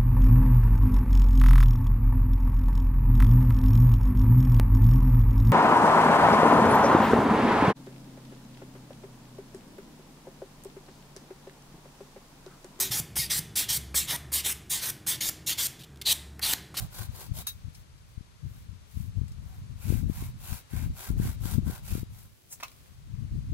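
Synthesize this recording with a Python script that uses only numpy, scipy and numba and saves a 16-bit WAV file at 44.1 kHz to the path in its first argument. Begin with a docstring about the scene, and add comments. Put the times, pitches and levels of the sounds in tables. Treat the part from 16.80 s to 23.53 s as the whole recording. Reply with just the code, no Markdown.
"""A hand saw rasps through a green branch on an open hillside, a few metres from a phone's two mic ports. Its
teeth shear wet fibres and shake the wood. After four strokes the blade jumps out and clangs; in faint strokes
it brushes twigs and dry grass, nine buzzing ones follow in the cut, and the branch tears, snaps and sinks. Dry
grass hisses in the breeze, and gusts buffet the ports, mostly the left."""
import sys
import numpy as np
from scipy import signal
from scipy.fft import rfft, irfft
from scipy.io import wavfile
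from scipy.ndimage import uniform_filter1d
from numba import njit

SR = 44100
rng = np.random.default_rng(int(sys.argv[2]) if len(sys.argv) > 2 else 0)


def transcribe(signal):
    """Save signal, clipped to [-1, 1], as a 16-bit WAV file at the path in sys.argv[1]."""
    frames = np.atleast_2d(signal).T
    limited = np.clip(frames, -1, 1)
    pcm = np.round(limited * 32767).astype(np.int16)
    wavfile.write(sys.argv[1], SR, pcm)


N = 296793
TIME = np.arange(N) / SR
TOOTH_HZ = 380.3  # teeth crossing the cut each second at full speed
PORT_LAG_S = .0001  # the saw reaches the right port first
# spectrum of struck or cracking wood: frequency_hz, level_db
WOOD_CRACK = [(300, -20), (500, -11), (700, -5.5), (880, -5), (1100, 4), (1500, -4), (1800, .3),
              (2600, -0.5), (3100, -7), (4500, -14), (7500, -25), (15000, -27)]


def sawing():
    """Hiss of the steel, rasp of the wood and the hoarse note of the blade, all pulsed by the teeth."""
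    steel = undb(1.16) * scattered(tooth_hiss, scatter_db=1.5, left_db=2.5)
    chatter = tooth_chatter()
    wood = scattered(wood_rasp, scatter_db=-5.5, left_db=1.0)
    note = scattered(blade_note, scatter_db=-5.5, left_db=1.5)
    return chatter * (steel + wood + note)


def strokes():
    """For each stroke: its samples, the blade speed 0-1 from turn to turn, and the rest of its row."""
    # saw strokes, the faint ones only the blade brushing twigs and dry grass: # start_s, fastest_s, end_s,
    # hiss_db, rasp_db, kerf_hz, note_hz, note_db
    saw_strokes = [(-.11, -.005, .095, -45.5, -50.5, 710, 4080, -58),
                   (0.084, .208, .295, -43, -50, 1460, 4200, -55),
                   (.29, 0.411, .51, -46.5, -52, 447, 4350, -59),
                   (.518, 0.597, .645, -41.5, -51, 620, 3800, -57),
                   (.915, 0.968, 1.06, -61.5, -73, 800, 3800, -76),
                   (1.232, 1.313, 1.41, -67.5, -77, 800, 2200, -78),
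                   (1.608, 1.763, 1.9, -62.5, -71, 1350, 2200, -73),
                   (2.03, 2.197, 2.33, -57, -73, 1050, 2200, -73),
                   (2.571, 2.729, 2.87, -64, -64.5, 750, 2220, -78),
                   (2.945, 3.118, 3.265, -46, -55, 1455, 2340, -57),
                   (3.254, 3.391, 3.545, -47.5, -55, 1010, 2150, -58.5),
                   (3.555, 3.715, 3.845, -43.5, -52.5, 1400, 2480, -58.5),
                   (3.865, 3.984, 4.12, -48.5, -53, 1550, 2180, -56.5),
                   (4.114, 4.245, 4.355, -43, -50, 1360, 2170, -58),
                   (4.349, 4.46, 4.58, -44, -51, 1490, 2020, -56.5),
                   (4.58, 4.699, 4.81, -41.5, -49.5, 1370, 2450, -63),
                   (4.816, 4.929, 5.03, -47, -50, 1500, 2120, -65),
                   (5.01, 5.116, 5.265, -44.5, -54.5, 1390, 2380, -59),
                   (5.261, 5.39, 5.52, -57, -66.5, 1355, 2190, -74)]
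    for start, fastest, end, *sound in saw_strokes:
        span = slice(max(int(start * SR), 0), int(end * SR))
        progress = np.interp(TIME[span], [start, fastest, end], [0, .5, 1])
        yield span, np.abs(np.sin(np.pi * progress)), sound


def grip(speed, seating=0.84):
    """How hard the teeth cut: it grows with blade speed, more slowly once they are seated."""
    return np.tanh(seating * speed) / np.tanh(seating)


def tooth_hiss(power=2.15, ring_db=-22, ring_rise_db_per_s=0.5):
    """Fibres shear on the teeth and faintly ring the blade, a little more as time goes on."""
    # spectrum of teeth shearing fibres: frequency_hz, level_db
    shear_spectrum = [(1200, -23), (2200, -8), (3200, -4.5), (4200, -3.5), (5200, -4.5), (7500, -2),
                      (9000, -4), (11000, -1.5), (13000, 1), (15500, -1.5)]
    shear, fractures = np.zeros(N), grains(per_s=7000, spread_db=1.5)
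    for span, speed, (hiss_db, *_) in strokes():
        shear[span] += undb(hiss_db) * grip(speed) ** power * fractures[span]
    return colour(shear, shear_spectrum) + blade_ring(shear * undb(ring_db + ring_rise_db_per_s * TIME))


def tooth_chatter(depth=0.21):
    """A pulsing gain: teeth cross the cut at a rate set by the speed, each catching differently."""
    speed = np.zeros(N)
    for span, stroke_speed, _ in strokes():
        speed[span] = np.maximum(speed[span], stroke_speed)
    teeth_passed = np.cumsum(TOOTH_HZ * speed * (1 + 0.1203 * walk(90))) / SR
    catch_db = 1.6 * walk(320)
    return (1 + depth * speed * np.cos(2 * np.pi * teeth_passed)) * undb(catch_db)


def wood_rasp(power=2.2, kerf_width_hz=160, kerf_db=4, glide=.08, buzz_db=-19.5):
    """Coarse bites and tooth buzz shake the branch and the cut, whose resonance rises with speed."""
    # damped resonances of the wet branch: pitch_hz, width_hz, level_db
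    branch_modes = [(417, 170, -0.5), (750, 250, 4), (1075, 230, 2.5), (1490, 370, -9.5)]
    wood, bites = np.zeros(N), grains(per_s=4000, spread_db=1.4)
    for span, speed, (_, rasp_db, kerf_hz, *_) in strokes():
        # grip and pressure change, so the tuning of the branch drifts during each stroke
        tuning = 1 + .05 * np.linspace(*rng.uniform(-1, 1, 2), len(speed))
        kerf = (kerf_hz * (1 + glide * (speed - 1)), kerf_width_hz, kerf_db)
        modes = [(hz * tuning, width, db) for hz, width, db in branch_modes] + [kerf]
        buzz = undb(buzz_db) * tooth_buzz(speed)
        body = np.zeros(len(speed))
        for hz, width, db in modes:
            own_bites = np.roll(bites[span], rng.integers(len(speed)))
            body += undb(db) * resonate(buzz + own_bites, hz, float(width))
        wood[span] += unit(body) * undb(rasp_db) * grip(speed) ** power
    return wood


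def tooth_buzz(speed, jitter=.04, vary=.07, harmonics=6):
    """The row of teeth drums on the wood: a buzz that glides up and down with the blade speed."""
    uneven = np.repeat(rng.standard_normal(len(speed) // 200 + 1), 200)[:len(speed)]
    top_hz = TOOTH_HZ * (1 + vary * rng.uniform(-1, 1))  # no two strokes are equally fast
    phase = 2 * np.pi * np.cumsum(top_hz * speed * (1 + jitter * uneven)) / SR
    return sum(np.cos(k * phase) for k in range(1, harmonics + 1))


def blade_note(width_hz=580, glide=0.1, power=2.0):
    """The free length of the blade sings hoarsely, sliding up and down in turn as it runs in the cut."""
    out, scrape = np.zeros(N), noise()
    for index, (span, speed, (*_, note_hz, note_db)) in enumerate(strokes()):
        travel = np.cumsum(speed) / np.sum(speed) - .5
        hz = note_hz * (1 + (-1) ** index * glide * travel)
        note = resonate(resonate(scrape[span], hz, float(width_hz)), hz, float(2 * width_hz))
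        out[span] += unit(note) * undb(note_db) * grip(speed) ** power
    return out


def blade_ring(force):
    """The steel blade rings in its bending modes."""
    # bending modes: pitch_hz, level_db, t60_s
    blade_modes = [(2729, -13, .07), (3828, 0, .28), (6508, -10, .06), (10410, -9, .06), (11640, -9, .06),
                   (12340, -7, .07), (13010, -8, .06), (13780, -9, .06)]
    return ring_modes(force, blade_modes)


def blade_knocks(ring_db=21, damped_s=0.712):
    """The blade jumps out and skips on the wood: the teeth rattle, and the first two knocks thud."""
    # knocks of the blade on the branch: time_s, level_db
    knocks = [(.6675, -30), (.670, -30.5), (.679, -36.5), (.683, -39.5)]
    # spectrum of the rattling teeth: frequency_hz, level_db
    clang_spectrum = [(400, -28), (800, -10), (1500, -4.5), (3000, -2.5), (4000, 2), (5000, -1),
                      (6300, 2.5), (8500, -2.5), (10500, 1), (13000, 4), (15500, 2)]
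    rattle = colour(grains(per_s=8000, spread_db=2.5) * bursts(knocks, t60=0.047), clang_spectrum)
    thud = undb(-4.0) * colour(blows(knocks[:2]), WOOD_CRACK)
    # the second knock sets the blade ringing until a hand damps it
    damping = np.exp(-np.maximum(TIME - damped_s, 0) / 0.013)
    ring = undb(ring_db) * blade_ring(blows(knocks[1:2])) * damping
    ring_at_ports = np.array([undb(5.5) * delay(ring, PORT_LAG_S), ring])
    return outdoors(rattle + thud, scatter_db=2.0, left_db=2.5) + ring_at_ports


def breaking(click_db=12, ring_db=-9):
    """The branch tears and sinks; each snap is a click and fractures that ring it, plus splinters."""
    # snaps of wood and twigs: time_s, crack_db, splinter_db
    snaps = [(5.8001, -41.5, -51), (5.803, -46.5, -50), (5.807, -43, -44), (5.8277, -36.5, -48),
             (5.8308, -35, -36), (5.8327, -33, -38), (5.8339, -35, -42), (5.844, -47, -48),
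             (5.851, -46, -48), (5.858, -48.5, -53), (5.868, -54, -53), (5.882, -52, -43),
             (5.897, -56, -54), (5.916, -55, -50), (6.06, -59, -63), (6.350, -59, -68), (6.629, -61, -62)]
    # ring of the breaking wood: pitch_hz, level_db, t60_s
    stub_modes = [(1070, -4, 0.027), (1270, -2, 0.027), (1740, -9, .035), (2354, -3, 0.073),
                  (2600, -4, .06)]
    # spectrum of the splinters: frequency_hz, level_db
    splinter_spectrum = [(1500, -20), (3500, 2), (5500, 3), (8000, -4.5), (15000, -2.5)]
    cracks = [(s, db) for s, db, _ in snaps]
    sprays = [(s, db) for s, _, db in snaps]
    force = grains(per_s=9000, spread_db=1.5) * bursts(cracks, t60=.014) + undb(click_db) * blows(cracks)
    wood = colour(force, WOOD_CRACK) + undb(ring_db) * ring_modes(force, stub_modes)
    splinters = colour(grains(per_s=12000, spread_db=3.0) * bursts(sprays, t60=0.023), splinter_spectrum)
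    ports = outdoors(wood + splinters + tearing(), scatter_db=-3.0, left_db=0.5, scatter_t60=0.092)
    return ports + np.array([settling(), settling()])


def tearing():
    """The last strip of fibres rips in a quick, bright swell."""
    # swell of the rip: peak_s, peak_db, rise_db_per_s, fall_db_per_s
    rip = (5.729, -34.3, 718, 850)
    # spectrum of tearing fibres: frequency_hz, level_db
    fibre_spectrum = [(400, -34), (700, -16), (1100, -20.5), (4200, -19), (6000, -5), (7600, -6),
                      (11000, -10), (15500, -7)]
    return colour(grains(per_s=12000, spread_db=2.0) * swell(*rip), fibre_spectrum)


def settling():
    """Twigs and dry grass rustle under the sinking branch."""
    # course of the rustle: time_s, level_db
    rustle = [(5.25, -100), (5.45, -63), (5.67, -61.5), (5.9, -58.5), (6.08, -61.5), (6.3, -73), (6.6, -85)]
    # spectrum of the twigs: frequency_hz, level_db
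    twig_spectrum = [(300, 9.5), (650, 6.0), (1000, -4), (2500, 0.0), (8000, -1), (15000, 0)]
    return colour(grains(per_s=4000, spread_db=3.0) * curve(rustle), twig_spectrum)


def twig_ticks(click_db=12):
    """Dry twigs break against the saw, each with one click and a few milliseconds of crackle."""
    # breaking twigs: time_s, level_db
    ticks = [(.897, -58), (.947, -48.5), (.951, -48), (1.18, -56), (2.481, -52), (2.519, -52)]
    # spectrum of a tick: frequency_hz, level_db
    tick_spectrum = [(700, -18), (2000, -2), (5000, 4), (8000, 1.5), (12000, -1), (15500, -6)]
    crackle = grains(per_s=6000, spread_db=2.5) * bursts(ticks, t60=.02)
    twigs = colour(crackle + undb(click_db) * blows(ticks), tick_spectrum)
    return outdoors(twigs, scatter_db=2.0, left_db=6.0)


def wind_pressure(port, steady_db, attack_s=0.047, release_s=0.059):
    """Wind strength at one port (0 left, 1 right): gusts rise, hold and let go over the steady flow."""
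    # steady push of the wind: time_s, level_db
    flow = [(0, -48), (.4, -46), (.92, -48.5), (1.52, -54.5), (1.79, -46), (2.15, -52), (2.45, -39.5),
            (2.87, -46.5), (3.5, -39), (3.72, -46.5), (3.88, -59), (4.09, -36), (4.22, -53), (4.46, -37),
            (5.0, -43.5), (5.35, -45), (5.6, -61.5), (6.03, -54.5), (6.5, -39), (6.73, -34.5)]
    # gusts on the ports: start_s, length_s, left_db, right_db
    gusts = [(0.018, 0.042, -45, -35.5), (0.189, 0.16, -35.5, -54), (0.49, 0.11, -35.5, -55),
             (0.85, .04, -37.5, -60), (1.632, 0.12, -36, -47), (1.888, 0.028, -33.5, -54),
             (2.176, 0.12, -33.5, -47), (2.376, .04, -29.5, -50), (2.578, 0.05, -30.5, -40.5),
             (2.787, 0.033, -34, -35.5), (2.926, 0.015, -33, -46), (3.079, 0.098, -22.5, -36),
             (3.232, 0.05, -25, -38), (3.381, 0.093, -38.5, -35), (3.714, .015, -29, -59),
             (3.95, .15, -27, -38), (4.31, .17, -25, -30.5), (4.642, 0.019, -26, -37),
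             (4.742, 0.05, -22, -43), (4.816, 0.069, -24, -34.5), (5.112, 0.085, -30.5, -39),
             (6.278, 0.074, -35, -48), (6.414, 0.02, -27.5, -39), (6.516, 0.049, -31, -30),
             (6.705, .03, -24.5, -36)]
    power = (curve(flow) * undb(steady_db)) ** 2
    for start, length, *port_db in gusts:
        corners = [start - attack_s, start, start + length, start + length + release_s]
        power += (undb(port_db[port]) * np.interp(TIME, corners, [0, 1, 1, 0])) ** 2
    return np.sqrt(power)


def buffeting(pressure, strong_db=-22, flutter_db=-12, flutter_power=1.81, burst_db=4, ceiling_db=-19):
    """Eddies hit one port; strong gusts also shed smaller, faster eddies in bursts."""
    # spectrum of the large eddies: frequency_hz, level_db
    rumble_spectrum = [(12, -17.5), (30, -3.5), (50, 1.5), (95, 2.5), (140, -3), (200, -13), (280, -25.5),
                       (400, -47), (700, -63.5)]
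    # spectrum of the small eddies: frequency_hz, level_db
    flutter_spectrum = [(70, -26), (150, 3), (230, 4), (320, -5.5), (430, -18), (600, -22.5), (1000, -42),
                        (2000, -73)]
    rumble = colour(noise(), rumble_spectrum)
    # the rumble follows the gusts closely and levels off in the hardest ones
    rumble /= np.sqrt(uniform_filter1d(rumble ** 2, size=3000) + 0.0079)
    push = pressure / np.hypot(1, pressure / undb(ceiling_db))
    bumps = unit(undb(3.2 * walk(34)))  # the flow catches and lets go of the port
    flutter = unit(colour(noise() * undb(burst_db * walk(70)), flutter_spectrum))
    shedding = undb(strong_db + flutter_db) * (pressure / undb(strong_db)) ** flutter_power
    return bumps * (push * rumble + shedding * flutter)


def thumps(core=0.36):
    """Single vortices pass the left port: each is one steep swing of pressure with slow skirts."""
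    # vortices, a higher rate giving a shorter thump: centre_s, peak_db, rate_hz
    vortices = [(0.518, -19.5, 106), (0.884, -31, 131), (1.379, -25, 108), (1.410, -31.5, 148),
                (2.173, -21.5, 129.8), (2.416, -19, 148), (3.104, -16, 190), (3.125, -16, 269),
                (3.299, -13.5, 171), (3.425, -24, 198), (3.725, -20, 110), (3.937, -20.5, 171.7),
                (4.305, -16.5, 173), (4.40, -12.5, 185.9), (4.455, -19.5, 188), (4.657, -21.5, 180),
                (4.754, -17, 130), (4.783, -9.5, 152), (4.899, -22, 241), (5.125, -19, 129.7),
                (5.154, -17.5, 220.5), (5.18, -22, 200), (5.232, -22.5, 198), (6.424, -24.5, 116)]
    out = np.zeros((2, N))
    for s, db, hz in vortices:
        span = slice(int(s * SR) - SR // 25, int(s * SR) + SR // 25)
        offset = (TIME[span] - s) * hz / core
        swing = np.pi * offset / (1 + offset ** 2) ** 2
        out[0, span] -= undb(db) * swing * np.hanning(len(swing))
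    return out


def grass_hiss(lead_s=0.000473, diffuse_db=5.5, left_db=4):
    """Dry grass hisses in the breeze, all around and from one patch to the left."""
    # breeze on the slope: time_s, level_db
    breeze = [(0, -56.5), (1.2, -61.5), (2.7, -60.5), (4.9, -58.5), (5.3, -61), (5.6, -69.5), (6.0, -63),
              (6.7, -60.5)]
    # spectrum of the dry grass: frequency_hz, level_db
    grass_spectrum = [(200, 3.5), (500, 0.5), (750, -2.5), (1100, 0), (1800, -4), (3800, -4.5),
                      (7000, -8.5), (11000, -13), (13000, -15), (15500, -44)]
    patch = noise() * undb(0.25 * walk(33))
    ports = [(patch, left_db / 2), (delay(patch, lead_s), -left_db / 2)]
    hiss = [undb(db) * colour(x + undb(diffuse_db) * noise(), grass_spectrum) for x, db in ports]
    return unit(np.array(hiss)) * curve(breeze)


def outdoors(x, scatter_db, left_db, scatter_t60=0.11, slope_db=-19, slope_t60=0.51):
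    """Direct sound at two ports, quick scatter off ground and trunks, and a faint echo from the slope."""
    ports = []
    for direct, side in ((delay(x, PORT_LAG_S), 1), (x, -1)):
        echo = undb(scatter_db) * echo_tail(scatter_t60) + undb(slope_db) * echo_tail(slope_t60)
        ports.append((direct + signal.oaconvolve(x, echo)[:N]) * undb(side * left_db / 2))
    return np.array(ports) / np.hypot(1, undb(scatter_db))


def scattered(source, scatter_db, left_db, ground_db=-5):
    """A source over the ground; a fresh draw per port stands for scatter off the moving saw and branch."""
    near = outdoors(source(), scatter_db=ground_db, left_db=-0.5, scatter_t60=0.06)
    ports = near + undb(scatter_db) * np.array([source(), source()])
    return ports * undb([[left_db / 2], [-left_db / 2]]) / np.hypot(1, undb(scatter_db))


def echo_tail(t60):
    """Dense reflections: decaying noise of energy 1."""
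    return unit(rng.standard_normal(SR // 2) * fade(t60)) / np.sqrt(SR // 2)


def ring_modes(x, modes):
    """Modes of (pitch_hz, level_db, t60_s), driven by x."""
    ring = sum(undb(db) * np.sin(2 * np.pi * hz * TIME[:SR // 2]) * fade(t60) for hz, db, t60 in modes)
    return signal.oaconvolve(x, ring / np.sqrt(np.sum(ring ** 2)))[:N]


@njit
def resonate(x, hz, width_hz):
    """One resonance whose centre moves, gain 1 there."""
    out, band, low = np.empty(len(x)), 0., 0.
    for i in range(len(x)):
        step, damping = np.tan(np.pi * hz[i] / SR), width_hz / hz[i]
        v = (band + step * (x[i] - low)) / (1 + step * (step + damping))
        band, low = 2 * v - band, low + 2 * step * v
        out[i] = damping * v
    return out


def colour(x, points):
    """Causal filter through (frequency_hz, level_db) points, keeping the power of white noise."""
    hz, db = np.transpose(points)
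    bins_hz = np.fft.rfftfreq(4096, 1 / SR)
    gain = unit(undb(np.interp(np.log(bins_hz + 1), np.log(hz), db)))
    cepstrum = irfft(np.log(gain))
    half = len(cepstrum) // 2
    cepstrum[1:half] *= 2  # fold to minimum phase
    cepstrum[half + 1:] = 0
    return signal.oaconvolve(x, irfft(np.exp(rfft(cepstrum))))[:N]


def delay(x, seconds):
    """Delay by a fraction of a millisecond; longer lags also come out weaker."""
    lag = np.arange(-64, 65) - seconds * SR
    return signal.oaconvolve(x, np.sinc(lag) * np.exp(-(lag / 20) ** 2), "same")


def grains(per_s, spread_db):
    """Tiny random fractures, a few much larger than the rest."""
    total = int(per_s * N / SR)
    sizes = undb(spread_db * np.minimum(rng.exponential(size=total), 4))
    positions = rng.integers(N, size=total)
    return unit(np.bincount(positions, sizes * rng.choice([-1, 1], total), minlength=N))


def blows(rows):
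    """One impulse for each row of (time_s, level_db)."""
    out = np.zeros(N)
    for s, db in rows:
        out[int(s * SR)] += undb(db)
    return out


def bursts(rows, t60):
    """An envelope that jumps at each row of (time_s, level_db) and dies away."""
    return signal.lfilter([1], [1, -np.exp(-np.log(1000) / (t60 * SR))], blows(rows) + 1e-18)


def swell(peak_s, peak_db, rise_db_per_s, fall_db_per_s):
    """An envelope that grows to one peak and dies away."""
    below_db = np.maximum((peak_s - TIME) * rise_db_per_s, (TIME - peak_s) * fall_db_per_s)
    return undb(peak_db - np.minimum(below_db, 200))


def curve(rows):
    """Gain over time from rows of (time_s, level_db), joined by straight lines."""
    return undb(np.interp(TIME, *np.transpose(rows)))


def fade(t60):
    """Half a second of exponential decay."""
    return np.exp(-np.log(1000) * TIME[:SR // 2] / t60)


def walk(rate_hz):
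    """Smooth random drift with a spread near 1."""
    knots = rng.standard_normal(int(rate_hz * N / SR) + 2)
    return np.interp(TIME * rate_hz, np.arange(len(knots)), knots) * np.sqrt(3 / 2)


def noise():
    """White noise of rms 1."""
    return rng.standard_normal(N)


def unit(x):
    """Scale to rms 1."""
    return x / np.sqrt(np.mean(x ** 2))


def undb(db):
    """Decibels to gain."""
    return np.exp(np.asarray(db) * (np.log(10) / 20))


def scene():
    """Saw, breaking branch and hillside at the two ports; the left one faces the wind."""
    left_wind = buffeting(wind_pressure(0, steady_db=1.5))
    right_wind = buffeting(wind_pressure(1, steady_db=-1.5))
    work = sawing() + blade_knocks() + twig_ticks() + breaking()
    return work + np.array([left_wind, right_wind]) + thumps() + grass_hiss()


def record(dry, low_hz=32, top_hz=15750):
    """The microphone ports lose the deepest bass and the phone cuts the top."""
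    thinned = signal.sosfilt(signal.butter(1, low_hz, "high", fs=SR, output="sos"), dry)
    return signal.sosfilt(signal.ellip(10, .2, 70, top_hz, fs=SR, output="sos"), thinned)


dry = scene()
out = record(dry)
transcribe(out)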